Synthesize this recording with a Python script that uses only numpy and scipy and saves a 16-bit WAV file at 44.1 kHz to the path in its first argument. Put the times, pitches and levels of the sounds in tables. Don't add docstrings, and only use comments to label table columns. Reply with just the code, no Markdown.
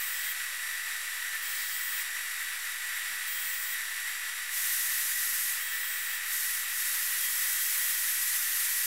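import sys
import numpy as np
from scipy import signal
from scipy.fft import rfft, irfft, next_fast_len
from scipy.io import wavfile

SR = 44100
rng = np.random.default_rng(int(sys.argv[2]) if len(sys.argv) > 2 else 0)


def digitize_waveform(pressure):
    field = np.atleast_2d(pressure).T
    bounded = np.clip(field, -1, 1)
    quanta = np.round(bounded * 32767).astype(np.int16)
    wavfile.write(sys.argv[1], SR, quanta)


N = 390712
TIME = np.arange(N) / SR
SHAFT_HZ, VANES = 47.455, 40

# (multiple of the shaft rate, level [dB])
WHINE_LINES = [(37, -53.5), (38, -50.5), (39, -56), (40, -49.5), (41, -43), (42, -52.5), (80, -54),
               (81, -61), (82, -66), (118, -60.5), (119, -64), (120, -56.5), (154, -58), (158, -59),
               (159, -55.5), (160, -60.5), (162, -56.5), (163, -58), (164, -57), (198, -55.5), (199, -54.5),
               (200, -65), (201, -56.5), (202, -63), (238, -59), (239, -60), (242, -62)]


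def from_db(db):
    return 10 ** (np.asarray(db) / 20)


def bump(x, centre, width):
    return 1 / (1 + ((x - centre) / width) ** 4)


def drift(rate_hz):
    step, settling = 40, 2000
    pole = np.exp(-2 * np.pi * rate_hz * step / SR)
    coarse = rng.standard_normal(N // step + settling + 2)
    slow = signal.lfilter([1], [1, -2 * pole, pole * pole], coarse)[settling:]
    return np.interp(np.arange(N) / step, np.arange(len(slow)), slow / slow.std())


def noise(spectrum, resonances=()):
    hz, level_db = np.transpose(spectrum)
    size = next_fast_len(N)
    bins = np.maximum(np.fft.rfftfreq(size, 1 / SR), 1)
    density_db = np.interp(np.log(bins), np.log(hz), level_db)
    density_db += sum(boost_db * bump(bins, centre, width) for centre, width, boost_db in resonances)
    white = rfft(rng.standard_normal(size))
    return irfft(white * from_db(density_db), size)[:N] * np.sqrt(SR / 2)


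def cycles(hz):
    return np.cumsum(hz) / SR


def tone(turns):
    return np.sqrt(2) * np.sin(2 * np.pi * (turns + rng.random()))


def pump_whine(shaft, waver_db, jitter_turns):
    whine = np.zeros(N)
    for k, level_db in WHINE_LINES:
        gain = from_db(level_db + waver_db * drift(9.5))
        jitter = jitter_turns * np.sqrt(k / VANES) * drift(7.0)
        whine += gain * tone(round(k) * shaft + jitter)
    return whine


def pump_churn(shaft, waver_db):
    # (multiple of the vane rate, width [Hz], peak level [dB])
    bands = [(1, 290, -58.5), (2, 140, -65), (3, 61, -60), (4, 330, -68), (5, 170, -59), (6, 200, -63),
             (7, 160, -62.5), (8, 150, -71)]
    orders, size = np.arange(325), 8192
    skirts = sum(from_db(level_db) * bump(orders * SHAFT_HZ, round(k) * VANES * SHAFT_HZ, width)
                 for k, width, level_db in bands)
    skirts *= np.minimum(orders / VANES, 1) ** 2
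    skirts[[round(k) for k, _ in WHINE_LINES]] = 0
    phases = np.exp(2j * np.pi * rng.random(len(orders)))
    one_turn = irfft(skirts * phases, size) * size / np.sqrt(2)
    churn = np.interp(shaft % 1 * size, np.arange(size), one_turn)
    return churn * from_db(waver_db * drift(8.5))


def cooling_rush(flicker_db):
    # (frequency [Hz], density [dB per Hz])
    flow = [(140, -135), (190, -110), (320, -106), (600, -95.5), (1000, -84), (1500, -73), (1900, -72.5),
            (2300, -73), (3100, -78), (4200, -80.5), (6500, -82.5), (8700, -80), (12500, -80.5),
            (15500, -85.5)]
    # (frequency [Hz], width [Hz], boost [dB])
    panels = [(1868, 115, 4.5), (2700, 140, 0.8), (3490, 250, 1.5), (4660, 140, 1.5)]
    return noise(flow, panels) * from_db(flicker_db * drift(10.3))


def pump_throb(sound, shaft, depth, above_hz):
    treble = signal.sosfilt(signal.butter(1, above_hz, "high", fs=SR, output="sos"), sound)
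    return sound + depth * tone(shaft) * treble


def cabinet_fan(waver_db):
    # (frequency [Hz], level [dB])
    lines = [(86, -97), (227.5, -90.5), (341, -97), (455, -88.5), (514, -89), (569, -84), (1786, -55),
             (1877, -67)]
    # (frequency [Hz], density [dB per Hz])
    rumble = [(20, -106), (55, -114), (85, -118), (115, -137), (200, -160)]
    fan_time = cycles(1 + 0.00076 * drift(1.8))
    hum = sum(from_db(level_db + waver_db * drift(7.8)) * tone(hz * fan_time) for hz, level_db in lines)
    return hum + noise(rumble)


def coil_buzz(pulse_hz, ramp_s, waver_db, sizzle_flicker_db):
    # (on [s], off [s], blade resonance [Hz], width [Hz], boost [dB])
    shots = [(-.05, .328, 13150, 900, 8), (1.422, 2.03, 13650, 250, 9), (3.272, 3.747, 14400, 350, 9),
             (5.605, 6.19, 14000, 400, 9), (7.2, 7.996, 14300, 300, 6)]
    # (multiple of the pulse rate, level before the blade's boost [dB])
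    partials = [(4, -65), (5, -52.5), (6, -64), (7, -65), (8, -59.5), (10, -81), (11, -57), (12, -53),
                (13, -53.5), (14, -57), (16, -73), (17, -58), (18, -54), (19, -54), (20, -54), (21, -55),
                (22, -53), (23, -49), (24, -49)]
    # (frequency [Hz], density [dB per Hz])
    sizzle = [(300, -160), (2000, -105), (4500, -93), (8000, -86.5), (10000, -89), (12000, -87),
              (15500, -80)]
    gates = [np.clip(np.minimum(TIME - on, off - TIME) / ramp_s + .5, 0, 1) for on, off, *_ in shots]
    turns = cycles(pulse_hz * (1 + 6e-5 * drift(2.6)))
    buzz = sum(gates) * noise(sizzle) * from_db(sizzle_flicker_db * drift(25))
    for k, level_db in partials:
        drive = sum(gate * from_db(boost_db * bump(k * pulse_hz, hz, width))
                    for gate, (_, _, hz, width, boost_db) in zip(gates, shots))
        buzz += drive * from_db(level_db + waver_db * drift(5.9)) * tone(round(k) * turns)
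    return buzz


def hiss_swell(middle_s, half_length_s):
    # (frequency [Hz], density [dB per Hz])
    hiss = [(400, -150), (2000, -100), (4500, -79.5), (6500, -86), (12000, -95)]
    return noise(hiss) * bump(TIME, middle_s, half_length_s)


def air_jet(closing_s, flutter_db):
    # (start [s], opening time [s], shut [s], strength [dB], rise [dB per s])
    blasts = [(4.495, 0.069, 5.665, -35.8, -0.2), (6.218, 0.12, 6.735, -35.5, -3.5),
              (6.61, 0.17, 9.3, -36.5, 1.02)]
    # (frequency [Hz], density at a strength of 0 dB [dB per Hz])
    jet = [(700, -95), (2500, -46.5), (3500, -44.5), (4300, -44), (5500, -40), (7000, -39), (8300, -37),
           (9800, -37.5), (11700, -34), (13300, -35.5), (15500, -40.5)]
    # (frequency [Hz], density at a strength of 0 dB [dB per Hz])
    nozzle = [(4000, -66), (9800, -17), (11200, -3.5), (12600, -10), (15500, -19)]
    flows = []
    for start, opening_s, shut, level_db, rise_db_per_s in blasts:
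        valve = np.clip(np.minimum((TIME - start) / opening_s, (shut - TIME) / closing_s), 0, 1)
        flows.append(valve * from_db(level_db + rise_db_per_s * (TIME - start)))
    strength = np.linalg.norm(flows, axis=0)
    strength *= from_db(flutter_db * drift(22))
    return strength * noise(jet) + strength ** 2 * noise(nozzle)


def scene():
    shaft = cycles(SHAFT_HZ * (1 + 0.0002436 * drift(1.276)))
    pump = pump_whine(shaft, waver_db=1.44, jitter_turns=0.061) + pump_churn(shaft, waver_db=4.0)
    pump *= from_db(-1.5 - np.maximum(TIME - 6.7, 0))
    mono = pump_throb(pump + cooling_rush(flicker_db=0.51), shaft, depth=0.047, above_hz=5500)
    mono += cabinet_fan(waver_db=5.0)
    mono += coil_buzz(pulse_hz=649.75, ramp_s=0.017, waver_db=2.3, sizzle_flicker_db=2.0)
    mono += air_jet(closing_s=0.16, flutter_db=0.6)
    mono += hiss_swell(middle_s=1.6, half_length_s=0.16)
    return np.stack([mono, mono])


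def record(dry):
    cutoff_hz, offset = 15740, .0019
    low_pass = signal.ellip(14, .1, 80, cutoff_hz, fs=SR, output="sos")
    return signal.sosfilt(low_pass, dry) + offset


dry = scene()
out = record(dry)
digitize_waveform(out)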